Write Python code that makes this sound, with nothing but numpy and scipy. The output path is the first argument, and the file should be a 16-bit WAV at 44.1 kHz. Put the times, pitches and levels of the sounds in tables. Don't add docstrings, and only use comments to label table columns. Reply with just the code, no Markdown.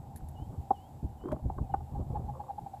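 import sys
import numpy as np
from scipy import signal
from scipy.fft import rfft, irfft
from scipy.io import wavfile
from scipy.ndimage import uniform_filter1d, map_coordinates

SR = 44100
rng = np.random.default_rng(int(sys.argv[2]) if len(sys.argv) > 2 else 0)


def linear_from_db(decibels):
    return 10 ** (np.asarray(decibels, float) / 20)


def int16_out(signal):
    q = np.round(np.clip(np.atleast_2d(signal).T, -1, 1) * 32767)
    wavfile.write(sys.argv[1], SR, q.astype(np.int16))


N = 123479

# (time [s], level [dB])
GUSTS = [(0.0, -47.5), (0.19, -48.5), (0.47, -47.5), (0.67, -51.5), (0.93, -52.5), (1.15, -50.5),
         (1.4, -50), (1.52, -48.5), (1.7, -48), (1.81, -50.5), (1.92, -48), (2.0, -37.5), (2.04, -49.5),
         (2.12, -42.5), (2.24, -40.5), (2.33, -49), (2.63, -53), (2.8, -54)]
# (frequency [Hz], density [dB per Hz])
RUMBLE_SPECTRUM = [(8.8, -56), (15, -23.5), (38, -8), (85, 1.5), (173, -7.5), (432, -25), (491, -23),
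                   (568, -44.5), (700, -26.5), (910, -56.5), (1540, -120)]
# (frequency [Hz], density [dB per Hz])
ROAR_SPECTRUM = [(200, -0.5), (450, -13.5), (640, -8), (790, 2.5), (960, -10), (1150, -22.5), (1400, -27),
                 (2200, -45.5)]
# (frequency [Hz], width [Hz], level [dB])
MOANS = [
    (75.4, 9.1, -4),
    (131.46, 13.7, -5),
]
LUMP_DB, ROAR_DB, ROAR_FOLLOW_DB_PER_DB = 4.5, -55, 0.26

# (frequency [Hz], density [dB per Hz])
HISS_SPECTRUM = [(880, -30), (1500, -1), (2100, -2.5), (2540, -3.5), (2740, -2.5), (6500, -6.5),
                 (8450, -33), (14300, -120)]
# (frequency [Hz], density [dB per Hz])
HISS_TOP_SPECTRUM = [(6500, -2), (7900, 6), (8300, -3), (11800, 2), (12300, -3.5), (13600, 1.5),
                     (15300, -6)]
WHINE_HZ = (15000, 3698)
WHINE_DB = (-90, -95)
HISS_DB, HISS_TOP_DB = -76, -74

# (time [s], level [dB], frequency [Hz])
THUMPS = [(0.149, -42.5, 75), (0.225, -36, 56), (0.248, -41, 69), (0.284, -53, 55), (.35, -35, 109),
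          (0.401, -36, 172), (0.542, -36, 168), (0.422, -29.5, 85.5), (0.579, -29, 110),
          (0.893, -45.5, 180), (1.032, -26.5, 151), (1.046, -23, 82.5), (1.332, -29.5, 72.6),
          (1.351, -42, 109), (1.43, -32.5, 68.5), (1.458, -20, 74.6), (1.49, -31, 62.4), (1.514, -38, 91),
          (1.574, -31, 66), (1.599, -31, 89.5), (1.614, -24, 88), (1.631, -31, 60.4), (1.784, -35.5, 57),
          (1.968, -30, 59.5), (1.987, -29.5, 109), (2.008, -27, 81), (2.026, -37.5, 70), (2.07, -31, 108),
          (2.105, -22, 123), (2.131, -28.5, 84), (2.166, -31, 60.5), (2.18, -31, 81.6), (2.197, -27, 150),
          (2.22, -33.5, 100), (2.25, -29.5, 77), (2.284, -34, 68.5)]
# (frequency [Hz], density [dB per Hz])
PUFF_SPECTRUM = [(110, 4), (170, -3), (300, -10), (500, -24), (750, -29)]
PUFF_DB = -12.5

# (time [s], level [dB], length [s])
TICKS = [(.1595, -46.5, 0.0033), (0.163, -45.5, 0.0022), (0.17, -52, .003), (0.174, -50.5, 0.0024),
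         (0.179, -59, 0.0033), (0.182, -57, .002), (.188, -66, .006), (0.2864, -54.5, 0.0036),
         (0.29, -55, 0.002), (0.294, -60, .002), (0.313, -62, 0.002)]
# (frequency [Hz], density [dB per Hz])
TICK_SPECTRUM = [(880, -30), (1730, -4.5), (2600, -22), (4200, -14.5), (5600, -20), (7300, -7.5),
                 (8500, -15), (9600, -3.5), (11900, -1), (12600, -9), (15200, -20)]

# (time [s], peak [dB], struck part [Hz], loss per squared octave from it [dB])
KNOCKS = [(0.203, -56, 1400, 40), (.343, -51, 500, 5), (1.209, -53, 1000, 18), (1.236, -50, 1150, 15),
          (1.237, -37, 375, 90), (1.255, -46.5, 1150, 22), (1.272, -53, 1200, 28), (1.297, -34.5, 297, 11),
          (1.313, -36.5, 1300, 10), (1.2565, -29, 322, 124), (1.268, -37.5, 340, 90),
          (1.278, -37.5, 272, 90), (1.284, -35.5, 934, 28), (1.3195, -27.5, 605, 11),
          (1.323, -24.5, 272, 37), (1.325, -28, 630, 45), (1.331, -35.5, 410, 22), (1.339, -30, 228, 40),
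          (1.361, -46.5, 900, 10), (1.367, -37, 297, 28), (1.394, -45, 740, 54), (1.5815, -35.5, 970, 23.5),
          (1.585, -42.5, 1130, 25), (1.585, -33, 382, 25), (1.994, -34, 467, 56), (2.008, -42, 765, 51),
          (2.169, -42, 860, 54), (2.337, -44, 850, 67), (2.351, -40.5, 890, 60), (2.368, -46.5, 940, 72),
          (2.437, -45, 860, 64), (2.466, -46.5, 870, 60), (2.482, -46.5, 950, 70)]
# (frequency [Hz], level [dB], T60 [s])
BODY_MODES = [(275, 0, .035), (328, 0, .04), (380, 0, .035), (500, -3, .03), (614, 0, .045),
              (750, -2, .022), (870, -2, .022), (1040, 0, .022), (1250, -2, .018), (1470, -3, .018),
              (1700, -8, .014)]

# (time [s], length [s], level [dB], lowest pitch [Hz], share spent falling [0..1])
WHISTLES = [
    (0.345, 0.133, -71.5, 2880, 0.19),
    (0.731, 0.16, -70.5, 2890, 0.3),
    (1.176, 0.11, -73, 2920, .25),
    (1.262, 0.092, -78, 3110, .05),
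    (1.708, 0.088, -78.5, 2800, 0.42),
]
# (time [s], length [s], level [dB], from [Hz], to [Hz])
FAR_WHISTLES = [
    (1.625, .055, -78, 2600, 2420),
]
FALL_HZ_PER_S, CLIMB_HZ = 9700, 520

# (time [s], length [s], level [dB])
SCRAPES = [
    (0.491, 0.083, -50),
    (1.232, 0.17, -48.5),
    (1.893, 0.16, -52.5),
    (2.06, 0.22, -53),
    (2.311, 0.14, -56.5),
]
# (frequency [Hz], density [dB per Hz])
SCRAPE_SPECTRUM = [(140, -0.5), (330, -4), (1100, -14), (1900, -48)]
GRAIN_DB = 3.0

# (time [s], length [s], level [dB], throat note [Hz], brightness [dB])
SHARP_CLUCKS = [
    (0.7055, 0.018, -21, 794, -4.5),
    (0.724, 0.011, -47, 770, 4),
    (1.499, 0.0091, -34.5, 794, -7.5),
    (1.7386, 0.015, -24, 788.5, 11),
    (1.805, 0.014, -46, 783, 6),
]
# (time [s], length [s], level [dB], throat note [Hz])
SOFT_CLUCKS = [(1.684, 0.042, -49, 795), (1.944, 0.036, -45, 807), (2.093, 0.029, -56.5, 811),
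               (2.143, 0.04, -39, 819.5), (2.275, 0.041, -42.5, 818), (2.389, 0.036, -41.5, 828),
               (2.483, 0.04, -39, 813), (2.577, 0.0201, -40.5, 819), (2.657, 0.023, -41.5, 798),
               (2.729, 0.025, -44, 798), (2.757, 0.026, -51.5, 812)]
# (multiple of a third of the note [-], level [dB])
SHARP_VOICE = [(1, -16.5), (1.45, -17), (2, -20.5), (3, 0), (4, -19), (4.6, -28), (5.6, -36.5), (6.8, -48),
               (7.6, -62)]
# (multiple of a third of the note [-], level [dB])
SOFT_VOICE = [(2, -27), (2.55, -13.5), (3, 1.5), (3.5, -19), (4, -28), (6, -36.5), (9, -45), (15.6, -46)]
# (frequency [Hz], density [dB per Hz])
HAZE_SPECTRUM = [(1000, 10.5), (1700, -7), (2500, -13), (3000, -17.5), (4300, -11.5)]
ECHO_DB, ECHO_T60_S = -15, 0.091

SNAP_S = (.707, 1.286, 1.3195, 1.328, 1.498, 1.738)
SNAP_DB = (-74, -55, -43, -46, -66, -50)

# (time [s], length [s], level [dB], frequency [Hz])
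CREAKS = [
    (1.239, 0.05, -37.5, 350),
    (1.275, 0.11, -40.5, 148),
    (2.125, 0.03, -47.5, 504),
    (2.343, 0.052, -52.5, 520),
    (2.41, 0.16, -58, 517),
]


def evened(x):
    return x / np.sqrt(np.mean(x ** 2) + 1e-20)


def add(mix, s, sound):
    part = mix[round(s * SR):][:len(sound)]
    part += sound[:len(part)]


def colour(x, spectrum):
    hz = np.fft.rfftfreq(len(x), 1 / SR)
    f, db = np.transpose(spectrum)
    gain_db = np.interp(np.log(hz + 1), np.log(f + 1), db, left=-90, right=-90)
    return evened(irfft(rfft(x) * linear_from_db(gain_db), len(x)))


def resonate(x, hz, width_hz):
    turn = np.exp(2j * np.pi * hz * np.arange(len(x)) / SR)
    r = np.exp(-np.pi * width_hz / SR)
    return 2 * (turn * signal.lfilter([1 - r], [1, -r], x / turn)).real


def wander(per_s):
    knots = rng.standard_normal(400)
    return evened(map_coordinates(knots, [np.arange(N) / SR * per_s], order=3))


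def progress(length_s):
    return np.arange(0, length_s, 1 / SR) / length_s


def wind():
    s, db = np.transpose(GUSTS)
    gust_db = np.interp(np.arange(N) / SR, s, db)
    rumble = colour(rng.standard_normal(N) * linear_from_db(LUMP_DB * wander(25.39)), RUMBLE_SPECTRUM)
    air = rng.standard_normal(N) * linear_from_db(3.6 * wander(13))
    for hz, width_hz, moan_db in MOANS:
        hum = resonate(resonate(air, hz, width_hz), hz, 2 * width_hz)
        rumble = rumble + linear_from_db(moan_db) * evened(hum)
    roar = colour(rng.standard_normal(N) * linear_from_db(0.4 * wander(60) + 0.5 * wander(9.73)), ROAR_SPECTRUM)
    roar_db = ROAR_DB + ROAR_FOLLOW_DB_PER_DB * (gust_db - db.mean())
    return linear_from_db(gust_db + 1.5) * rumble + linear_from_db(roar_db) * roar


def hiss():
    t = np.arange(N) / SR
    flicker = linear_from_db(0.27 * wander(29) + 1.4 * wander(1.58))
    noise = linear_from_db(HISS_DB) * colour(rng.standard_normal(N), HISS_SPECTRUM)
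    noise = noise + linear_from_db(HISS_TOP_DB) * colour(rng.standard_normal(N), HISS_TOP_SPECTRUM)
    whine = sum(linear_from_db(db + 4.5) * np.sin(2 * np.pi * hz * t) for hz, db in zip(WHINE_HZ, WHINE_DB))
    return flicker * noise + whine


def thumps():
    out, gate = np.zeros(N), np.zeros(N)
    for s, db, hz in THUMPS:
        u = np.arange(-1.5, 3, hz / SR)
        ends = np.sqrt(np.hanning(len(u)))
        swell = np.exp(-np.where(u < 0, 8.4 * u * u, 1.03 * u))
        swing = np.cos(2 * np.pi * u / (1 + 0.12 * abs(u)))
        add(out, s - 1.497 / hz, linear_from_db(db) * ends * swell * swing)
        add(gate, s - 1.53 / hz, linear_from_db(db + PUFF_DB) * ends * np.exp(-0.7 * u * u))
    return out + gate * colour(rng.standard_normal(N), PUFF_SPECTRUM)


def ticks():
    gate, t = np.zeros(N), np.arange(3000) / SR
    for s, db, length_s in TICKS:
        add(gate, s, linear_from_db(db - 12 * t / length_s) * np.minimum(t / 0.0006, 1))
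    return gate * colour(rng.standard_normal(N), TICK_SPECTRUM)


def knocks():
    out, t = np.zeros(N), np.arange(3000) / SR
    attack = np.sin(np.pi / 2 * np.minimum(t / 0.0029, 1)) ** 2
    for s, db, part_hz, reach_db in KNOCKS:
        ring = np.zeros(len(t))
        for hz, mode_db, t60_s in BODY_MODES:
            level_chance, pitch_chance = rng.random(2) - 0.5
            start_db = mode_db - reach_db * np.log2(hz / part_hz) ** 2 + 0.95 * level_chance
            mode_hz = hz * (1 + 0.064 * pitch_chance)
            ring += linear_from_db(start_db - 60 * t / t60_s) * np.sin(2 * np.pi * mode_hz * t)
        ring = ring * attack
        add(out, s, linear_from_db(db) * ring / abs(ring).max())
    return out


def wader():
    out, flutter = np.zeros(N), linear_from_db(1.7 * wander(45))
    for s, length_s, db, low_hz, dip in WHISTLES:
        u = progress(length_s)
        fall_hz = FALL_HZ_PER_S * dip * length_s * np.clip(1 - u / dip, 0, 1) ** 1.6
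        climb_hz = CLIMB_HZ * length_s / 0.165 * np.clip((u - dip) / (1 - dip), 0, 1) ** 1.2
        tone = np.sin(2 * np.pi * np.cumsum(low_hz + fall_hz + climb_hz) / SR)
        add(out, s, linear_from_db(db + 7.5 - 10.6 * u) * np.sin(np.pi * u ** 0.97) ** 0.72 * tone)
    for s, length_s, db, from_hz, to_hz in FAR_WHISTLES:
        u = progress(length_s)
        tone = np.sin(2 * np.pi * np.cumsum(from_hz + (to_hz - from_hz) * u) / SR)
        add(out, s, linear_from_db(db) * np.sin(np.pi * u) * tone)
    return out * flutter


def scrapes():
    gate = np.zeros(N)
    for s, length_s, db in SCRAPES:
        add(gate, s, linear_from_db(db) * np.sqrt(np.hanning(round(length_s * SR))))
    return gate * colour(rng.standard_normal(N) * linear_from_db(GRAIN_DB * wander(130)), SCRAPE_SPECTRUM)


def cluck(length_s, db, note_hz, bright_db, peak, voice, jitter, wobble_db, haze_db, sag, swell):
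    u = progress(length_s)
    effort = np.sin(np.pi * u ** (np.log(0.5) / np.log(peak))) ** swell
    shake = uniform_filter1d(rng.standard_normal(4000), size=120)
    shake = evened(uniform_filter1d(shake, size=120))
    pulse_hz = note_hz / 3 * (1 + sag * (peak - u)) * (1 + jitter * shake[:len(u)])
    turns = np.cumsum(pulse_hz) / SR
    sound = np.zeros(len(u))
    for k, partial_db in voice:
        start = rng.random() * (k % 1 > 0)
        level_db = partial_db + bright_db * np.clip(k - 4, 0, 1)
        sound += linear_from_db(level_db) * np.sin(2 * np.pi * (k * turns + start))
    sound += linear_from_db(haze_db) * colour(rng.standard_normal(4000), HAZE_SPECTRUM)[:len(u)]
    return 2 * linear_from_db(db + wobble_db * shake[-len(u):]) * effort * sound


def grouse():
    out = np.zeros(N)
    for s, *row in SHARP_CLUCKS:
        add(out, s, cluck(*row, peak=0.31, voice=SHARP_VOICE, jitter=0.014, wobble_db=-0.66,
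                          haze_db=-46.5, sag=0.045, swell=2.0))
    for s, *row in SOFT_CLUCKS:
        add(out, s, cluck(*row, bright_db=0, peak=0.53, voice=SOFT_VOICE, jitter=0.026, wobble_db=1.5,
                          haze_db=-34.5, sag=0.025, swell=1.42))
    t = np.arange(8000) / SR
    scatter = rng.standard_normal(len(t)) * linear_from_db(-60 * t / ECHO_T60_S) * (t > 0.008)
    echo = signal.oaconvolve(out, scatter / np.linalg.norm(scatter))[:N]
    return out + linear_from_db(ECHO_DB) * echo


def snaps():
    gate, t = np.zeros(N), np.arange(3000) / SR
    for s, db in zip(SNAP_S, SNAP_DB):
        add(gate, s, linear_from_db(db - 60 * t / 0.014) * np.minimum(t / 0.00013, 1))
    return gate * colour(rng.standard_normal(N), [(1200, 18), (4000, -8), (9000, -7.5), (15300, -11)])


def creaks():
    out = np.zeros(N)
    for s, length_s, db, hz in CREAKS:
        noise = rng.standard_normal(9000)[:len(progress(length_s))]
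        rub = evened(resonate(resonate(noise, hz, 38), hz, 110))
        add(out, s, linear_from_db(db) * np.sqrt(np.hanning(len(rub))) * rub)
    return out


def scene():
    birds = grouse() + wader()
    air = wind() + thumps()
    contacts = knocks() + creaks() + ticks() + snaps()
    return (birds + air + contacts + hiss() + scrapes())[None]


def top_cut(x):
    return signal.sosfilt(signal.butter(12, 15450, fs=SR, output="sos"), x)


def record(dry):
    low_pass = signal.firwin(801, 15480, window=("kaiser", 9), fs=SR)
    mix = signal.oaconvolve(dry, low_pass[None], "same")
    return top_cut(mix)


dry = scene()
out = record(dry)
int16_out(out)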